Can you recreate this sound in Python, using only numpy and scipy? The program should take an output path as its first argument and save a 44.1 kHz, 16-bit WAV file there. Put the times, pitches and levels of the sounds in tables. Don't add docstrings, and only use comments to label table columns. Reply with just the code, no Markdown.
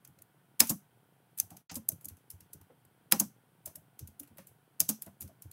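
import sys
import numpy as np
from scipy import signal
from scipy.fft import rfft, irfft
from scipy.io import wavfile

SR = 44100
rng = np.random.default_rng(int(sys.argv[2]) if len(sys.argv) > 2 else 0)


def bounce(signal):
    frames = np.transpose(np.atleast_2d(signal))
    limited = np.clip(frames, -1, 1)
    pcm = np.round(limited * 32767).astype(np.int16)
    wavfile.write(sys.argv[1], SR, pcm)


N = 243431

# start in seconds, relative levels in dB of the top (8-17 kHz),
# treble (5-8 kHz) and middle (0.9-2.5 kHz), pitch of the cap's ping in Hz, fade time of the crack
# in seconds, level in dB of the wash (the soft noise after the crack) compared with the crack.
KEY_CONTACTS = [(0.049, -44.5, -55.5, -67, 6380, 0.023, -17.5),
                (0.0757, -45.5, -73, -70.5, 6400, 0.013, -15), (0.188, -58, -67.5, -72, 6550, 0.033, -13),
                (0.2204, -40.5, -63.5, -66.5, 6790, 0.017, -25),
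                (0.604, -0.5, -13, -22.5, 5125, 0.014, -23), (0.6127, -18, -52, -40, 5330, .012, -13),
                (0.6705, -31, -46, -65, 7000, 0.015, -3), (0.6949, -19.5, -26.5, -56.5, 6880, 0.063, -23),
                (0.702, -16.5, -32, -62, 6770, 0.0044, -16.5),
                (1.3767, -33.5, -61, -64.5, 6290, 0.027, -18),
                (1.3862, -20.5, -39.5, -53, 6240, 0.006, -14.5), (1.3997, -14, -27, -53, 6280, 0.015, -29),
                (1.5046, -42, -56.5, -68.5, 6380, 0.016, -8), (1.5674, -43.5, -57, -68, 6400, .02, -9),
                (1.697, -77, -47.5, -52.5, 5900, 0.084, -10), (1.713, -48, -47, -70, 4930, 0.094, -7.5),
                (1.7436, -38, -58, -66, 6800, 0.018, -6), (1.755, -29, -40.5, -64.5, 4900, 0.065, -20),
                (1.8887, -13, -30.5, -74, 6280, 0.014, -24), (1.9183, -39, -55, -68.5, 6100, .049, -18),
                (2.0106, -47, -69, -76, 6770, 0.01, -7), (2.0464, -35, -53, -70, 6270, 0.014, -17),
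                (2.0543, -29, -47.5, -76, 6770, 0.018, -26), (2.0852, -33.5, -49, -69, 6160, 0.029, -17),
                (2.096, -45.5, -65, -65, 6400, 0.025, -11), (2.1692, -55, -72, -80, 6890, .022, -6),
                (2.303, -35, -48.5, -74, 5320, 0.019, -15.5), (2.3096, -40.5, -65.5, -69.5, 5200, .03, -13),
                (2.4058, -45, -58.5, -66, 5520, 0.023, -13.5),
                (2.5322, -37.5, -52.5, -71.5, 6150, 0.038, -14),
                (2.6134, -50.5, -68, -66.5, 6020, 0.018, -13), (2.8508, -55, -77, -76.5, 4830, .022, -18),
                (3.1223, -6, -18, -25.5, 5126, 0.017, -22), (3.1984, -12.5, -23, -51, 6420, 0.037, -19),
                (3.6586, -29.5, -45, -68, 7530, 0.031, -12.5), (3.675, -40.5, -55, -65, 6460, 0.027, -10),
                (3.7559, -32, -54, -62.5, 5530, 0.028, -17.5), (3.9921, -38, -48, -65.5, 5610, 0.031, -12),
                (4.0741, -42, -58.5, -70.5, 7020, 0.033, -12), (4.1973, -33, -50.5, -68, 5750, .027, -16),
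                (4.2318, -47.5, -69, -63.5, 6880, 0.032, -10.5), (4.275, -54.5, -72, -70, 5970, .03, -9),
                (4.3725, -49, -71, -66.5, 6820, .022, -14.5),
                (4.3827, -40.5, -57, -54.5, 6120, 0.017, -8.5),
                (4.4706, -40, -60.5, -69.5, 7440, .014, -11.5),
                (4.803, -9.5, -20.5, -47.5, 6510, 0.023, -25),
                (4.8112, -24, -35, -52.5, 4970, 0.028, -11.5), (4.8903, -17, -26, -50, 6670, 0.017, -15.5),
                (4.8959, -22, -37, -52, 6760, 0.043, -24), (5.021, -30, -50.5, -58, 5100, 0.028, -14.5),
                (5.0624, -45, -61.5, -69, 6860, .03, -8.5), (5.2076, -31, -55, -65, 6950, .03, -13),
                (5.2173, -38, -45.5, -69, 6970, 0.019, -18),
                (5.2241, -35, -50.5, -62.5, 6900, 0.023, -12.5), (5.277, -53, -67, -75, 5200, .04, -7.5),
                (5.4215, -40, -57, -69.5, 5580, 0.027, -11), (5.5134, -44.5, -58.5, -71.5, 4300, .022, -18)]
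WASH_FADE_S = .21


def from_db(db):
    return 10 ** (np.asarray(db) / 20)


def rms_one(x):
    return x / np.sqrt(np.mean(x ** 2) + 1e-20)


def band(x, low_hz, high_hz, order=2):
    return signal.sosfilt(signal.butter(order, [low_hz, high_hz], "band", fs=SR, output="sos"), x)


def resonance(x, hz, width_hz):
    r = np.exp(-np.pi * width_hz / SR)
    feedback = [1, -2 * r * np.cos(2 * np.pi * hz / SR), r * r]
    return signal.lfilter([(1 - r * r) / 2, 0, (r * r - 1) / 2], feedback, x)


def dying(seconds, fade_s):
    return from_db(-60 * seconds / fade_s)


def add(out, start, piece):
    out[..., start:start + piece.shape[-1]] += piece


def through_bands(noises):
    # low edge in Hz, high edge in Hz.
    edges = [(8000, 17000), (5000, 8000), (2500, 5000), (900, 2500)]
    return [band(x, low, high, order=4) * np.sqrt(SR / 2 / (high - low))
            for x, (low, high) in zip(noises, edges)]


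def room_tone():
    # frequency in Hz, relative level in dB.
    hum_curve = [(24, -44.5), (40, -18), (86, -17), (123, 2.5), (182, -3.5), (222, -11), (636, -21),
                 (694, -13), (1200, -21), (1460, -20), (1710, -22.5), (2890, -28), (7600, -39),
                 (9880, -69.5), (16700, -120)]
    # centre in Hz, filter width in Hz, level in dB.
    whirr_bands = [(930, 42, -96), (1464, 220, -91), (3130, 530, -94.5)]
    curve_hz, curve_db = np.transpose(hum_curve)
    frequencies = np.fft.rfftfreq(N, 1 / SR) + 1
    colour = from_db(np.interp(np.log(frequencies), np.log(curve_hz), curve_db))
    hum = from_db(-74.5) * rms_one(irfft(rfft(rng.standard_normal(N)) * colour, N))
    noise = rng.standard_normal(N)
    whirr = sum(from_db(db) * rms_one(resonance(resonance(noise, hz, width), hz, width))
                for hz, width, db in whirr_bands)
    hiss = from_db(-84.5) * rms_one(band(noise, 8000, 17000, order=8))
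    return hum + whirr + hiss


def putter(pulses_per_s=28, unevenness=.2, spread_db=2.5):
    gaps, sizes = rng.standard_normal((2, 300))
    starts = np.cumsum(SR / pulses_per_s * np.clip(1 + unevenness * gaps, .3, 3)).astype(int)
    pulses = np.zeros(N)
    pulses[starts[starts < N]] = from_db(spread_db * sizes[starts < N])
    return from_db(-82) * rms_one(band(band(pulses, 110, 620), 110, 620))


def desk_thumps(desk_hz=89.55, upper_case_hz=285.2):
    # start in seconds, desk level in dB, case level in dB, case pitch in Hz,
    # knock level in dB, knock pitch in Hz. The levels are relative.
    blows = [(0.08, -63.5, -65, 156.5, -89, 821), (0.183, -67, -70, 266, -73.5, 617),
             (0.602, -47, -37, 229.7, -32, 888), (0.698, -64, -35, 197.6, -41.5, 1096),
             (1.424, -52.5, -62, 174, -68, 746), (1.508, -56, -54.5, 164.6, -54, 779),
             (1.538, -72.5, -63, 185, -62, 736), (1.709, -53.5, -51, 176.4, -50, 789),
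             (1.76, -48.5, -45, 225, -50.5, 547), (1.889, -57.5, -57.5, 167.6, -54.5, 614),
             (1.916, -46, -51.5, 155.6, -63.5, 503), (2.052, -55.5, -57, 213, -71, 670),
             (2.109, -48, -70.5, 272, -81, 500), (2.331, -48, -69, 169, -84, 474),
             (2.408, -59.5, -66, 177, -88, 460), (2.541, -56, -59, 156, -66, 458),
             (2.601, -54.5, -65, 161, -72.5, 937), (2.698, -73, -70, 270, -56.5, 489),
             (2.852, -70, -68, 143, -86, 819), (3.121, -51, -35, 210.6, -32, 804),
             (3.2, -54, -36, 203.4, -40.5, 910), (3.665, -56, -62.5, 144, -51.5, 641),
             (3.765, -60, -62, 157.7, -64.5, 670), (4.001, -51, -60, 146, -67, 460),
             (4.017, -40.5, -59, 179, -81, 568), (4.078, -54, -64, 204, -92, 457),
             (4.2, -63, -55.5, 286.3, -69, 579), (4.302, -59, -64, 214, -79, 929),
             (4.382, -64.5, -58.5, 183.3, -53.5, 559), (4.488, -65, -84, 142, -74, 462),
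             (4.804, -51.5, -49.5, 163, -49.5, 666), (4.888, -55.5, -37.5, 217, -43.5, 562),
             (5.063, -54.5, -53.5, 196, -50.5, 676), (5.209, -54, -56.5, 216, -70, 770),
             (5.234, -44, -55.5, 197.4, -71, 552), (5.289, -80, -68.5, 268, -61, 637),
             (5.447, -45, -60.5, 141, -82, 456)]
    # swell time in seconds, fade time in seconds, amount of waver in radians.
    rings = [(0.0067, 0.12, 0.63), (0.0063, 0.16, 0.88), (0.0055, .08, 1.8), (.003, .1, 1.9)]
    tones, knock_strength = np.zeros((2, N + SR))
    after = np.arange(SR // 2) / SR
    for start_s, desk_db, case_db, case_hz, knock_db, knock_hz in blows:
        start = round(start_s * SR)
        levels_db = [desk_db, case_db, case_db - 1, knock_db]
        pitches = [desk_hz, case_hz, upper_case_hz, knock_hz]
        for db, hz, (swell_s, fade_s, waver_rad) in zip(levels_db, pitches, rings):
            waver = waver_rad * np.interp(after, np.linspace(0, .5, 61), rng.standard_normal(61))
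            swell = (1 - np.exp(-after / swell_s)) ** 2
            fade = dying(fade_s * (after / fade_s) ** 1.224, fade_s)
            strength = from_db(db + 2) * swell * fade
            tone = strength * np.sin(2 * np.pi * hz * after + waver)
            add(tones, start, tone)
        hardness = np.clip((knock_db + 67.5) / 25, 0, 1)
        add(tones, start, -.7 * hardness * tone)
        add(knock_strength, start, hardness * strength)
    many_vibrations = rms_one(band(rng.standard_normal(N), 400, 1200))
    return tones[:N] + from_db(-7.5) * knock_strength[:N] * many_vibrations


def cap_ring(clicks):
    # pitch in Hz, width in Hz, gain in dB.
    caps = [(6270, 550, 1.5), (8670, 130, -20.5), (10163, 450, 0), (10730, 220, -6.5), (12770, 910, 1.5),
            (14900, 210, -2.5)]
    return sum((-1) ** k * from_db(db) * resonance(clicks, hz, width)
               for k, (hz, width, db) in enumerate(caps))


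def cap_pings(rise_s=.0011, fade_s=.041):
    pings = np.zeros(N + SR)
    after = np.arange(SR // 2) / SR
    rise = np.minimum(after / rise_s, 1)
    fade = dying(after, fade_s) + .02 * dying(after, WASH_FADE_S)
    for start_s, _, treble_db, _, hz, _, _ in KEY_CONTACTS:
        ping = rise * fade * np.sin(2 * np.pi * hz * after)
        add(pings, round(start_s * SR), from_db(treble_db + 1.5) * ping)
    flutter = rms_one(signal.lfilter([1], [1, -.97], rng.standard_normal(N)))
    return (1 + .84 * flutter) * pings[:N]


def key_clicks(grit_db=3.0):
    # boost in dB for one band, from top to middle.
    wash_tilt = [
        [0.0],
        [1],
        [4.4],
        [6.7],
    ]
    sharp_power, wash_power = np.zeros((2, 4, N + SR))
    after = np.arange(SR // 2) / SR
    for start_s, top_db, treble_db, middle_db, _, crack_fade_s, wash_db in KEY_CONTACTS:
        start = round(start_s * SR)
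        upper_middle_db = .55 * treble_db + .45 * middle_db - 1.5
        power = from_db([top_db, treble_db, upper_middle_db, middle_db])[:, None] ** 2
        scrape_s = .012 + .0001 * middle_db
        scrape_gain = from_db(-18 - .03 * top_db)
        scrape_rise = np.linspace(.25, 1, int(scrape_s * SR)) ** 3
        add(sharp_power, start - len(scrape_rise), power * scrape_gain ** 2 * scrape_rise)
        add(sharp_power, start, power * dying(after, crack_fade_s) ** 2)
        wash_gain = from_db(wash_db + np.array(wash_tilt))
        add(wash_power, start, power * (wash_gain * dying(after, WASH_FADE_S)) ** 2)
    grit = rms_one(rng.standard_normal(N) * from_db(grit_db * rng.exponential(1, N)))
    smooth = rng.standard_normal(N)
    smooth += from_db(-8.5) * rms_one(resonance(smooth, 5900, 620))
    scrapes_and_cracks = np.sqrt(sharp_power[:, :N]) * grit
    wash = np.sqrt(wash_power[:, :N]) * smooth / 2
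    top, treble, upper_middle, middle = through_bands(scrapes_and_cracks + wash + 1e-18)
    bright = top + treble
    ringing = bright + cap_ring(bright) + cap_pings()
    return from_db(-11) * ringing + from_db(-6) * upper_middle + from_db(-5.5) * middle


def scene():
    return (key_clicks() + desk_thumps() + room_tone() + putter())[None]


def record(dry, low_cut_hz=67, high_cut_hz=16200):
    # time in seconds, gain in dB.
    dropout = [(1.58, 6), (1.61, 4.5), (1.662, -17), (1.69, -40.5), (1.695, 6)]
    times, gains_db = np.transpose(dropout)
    heard = dry * from_db(np.interp(np.arange(N) / SR, times, gains_db))
    heard = signal.sosfilt(signal.butter(2, low_cut_hz, "high", fs=SR, output="sos"), heard)
    rounded = 1.6 * np.tanh(heard / 1.6)
    return signal.sosfilt(signal.cheby2(18, 60, high_cut_hz, fs=SR, output="sos"), rounded)


dry = scene()
out = record(dry)
bounce(out)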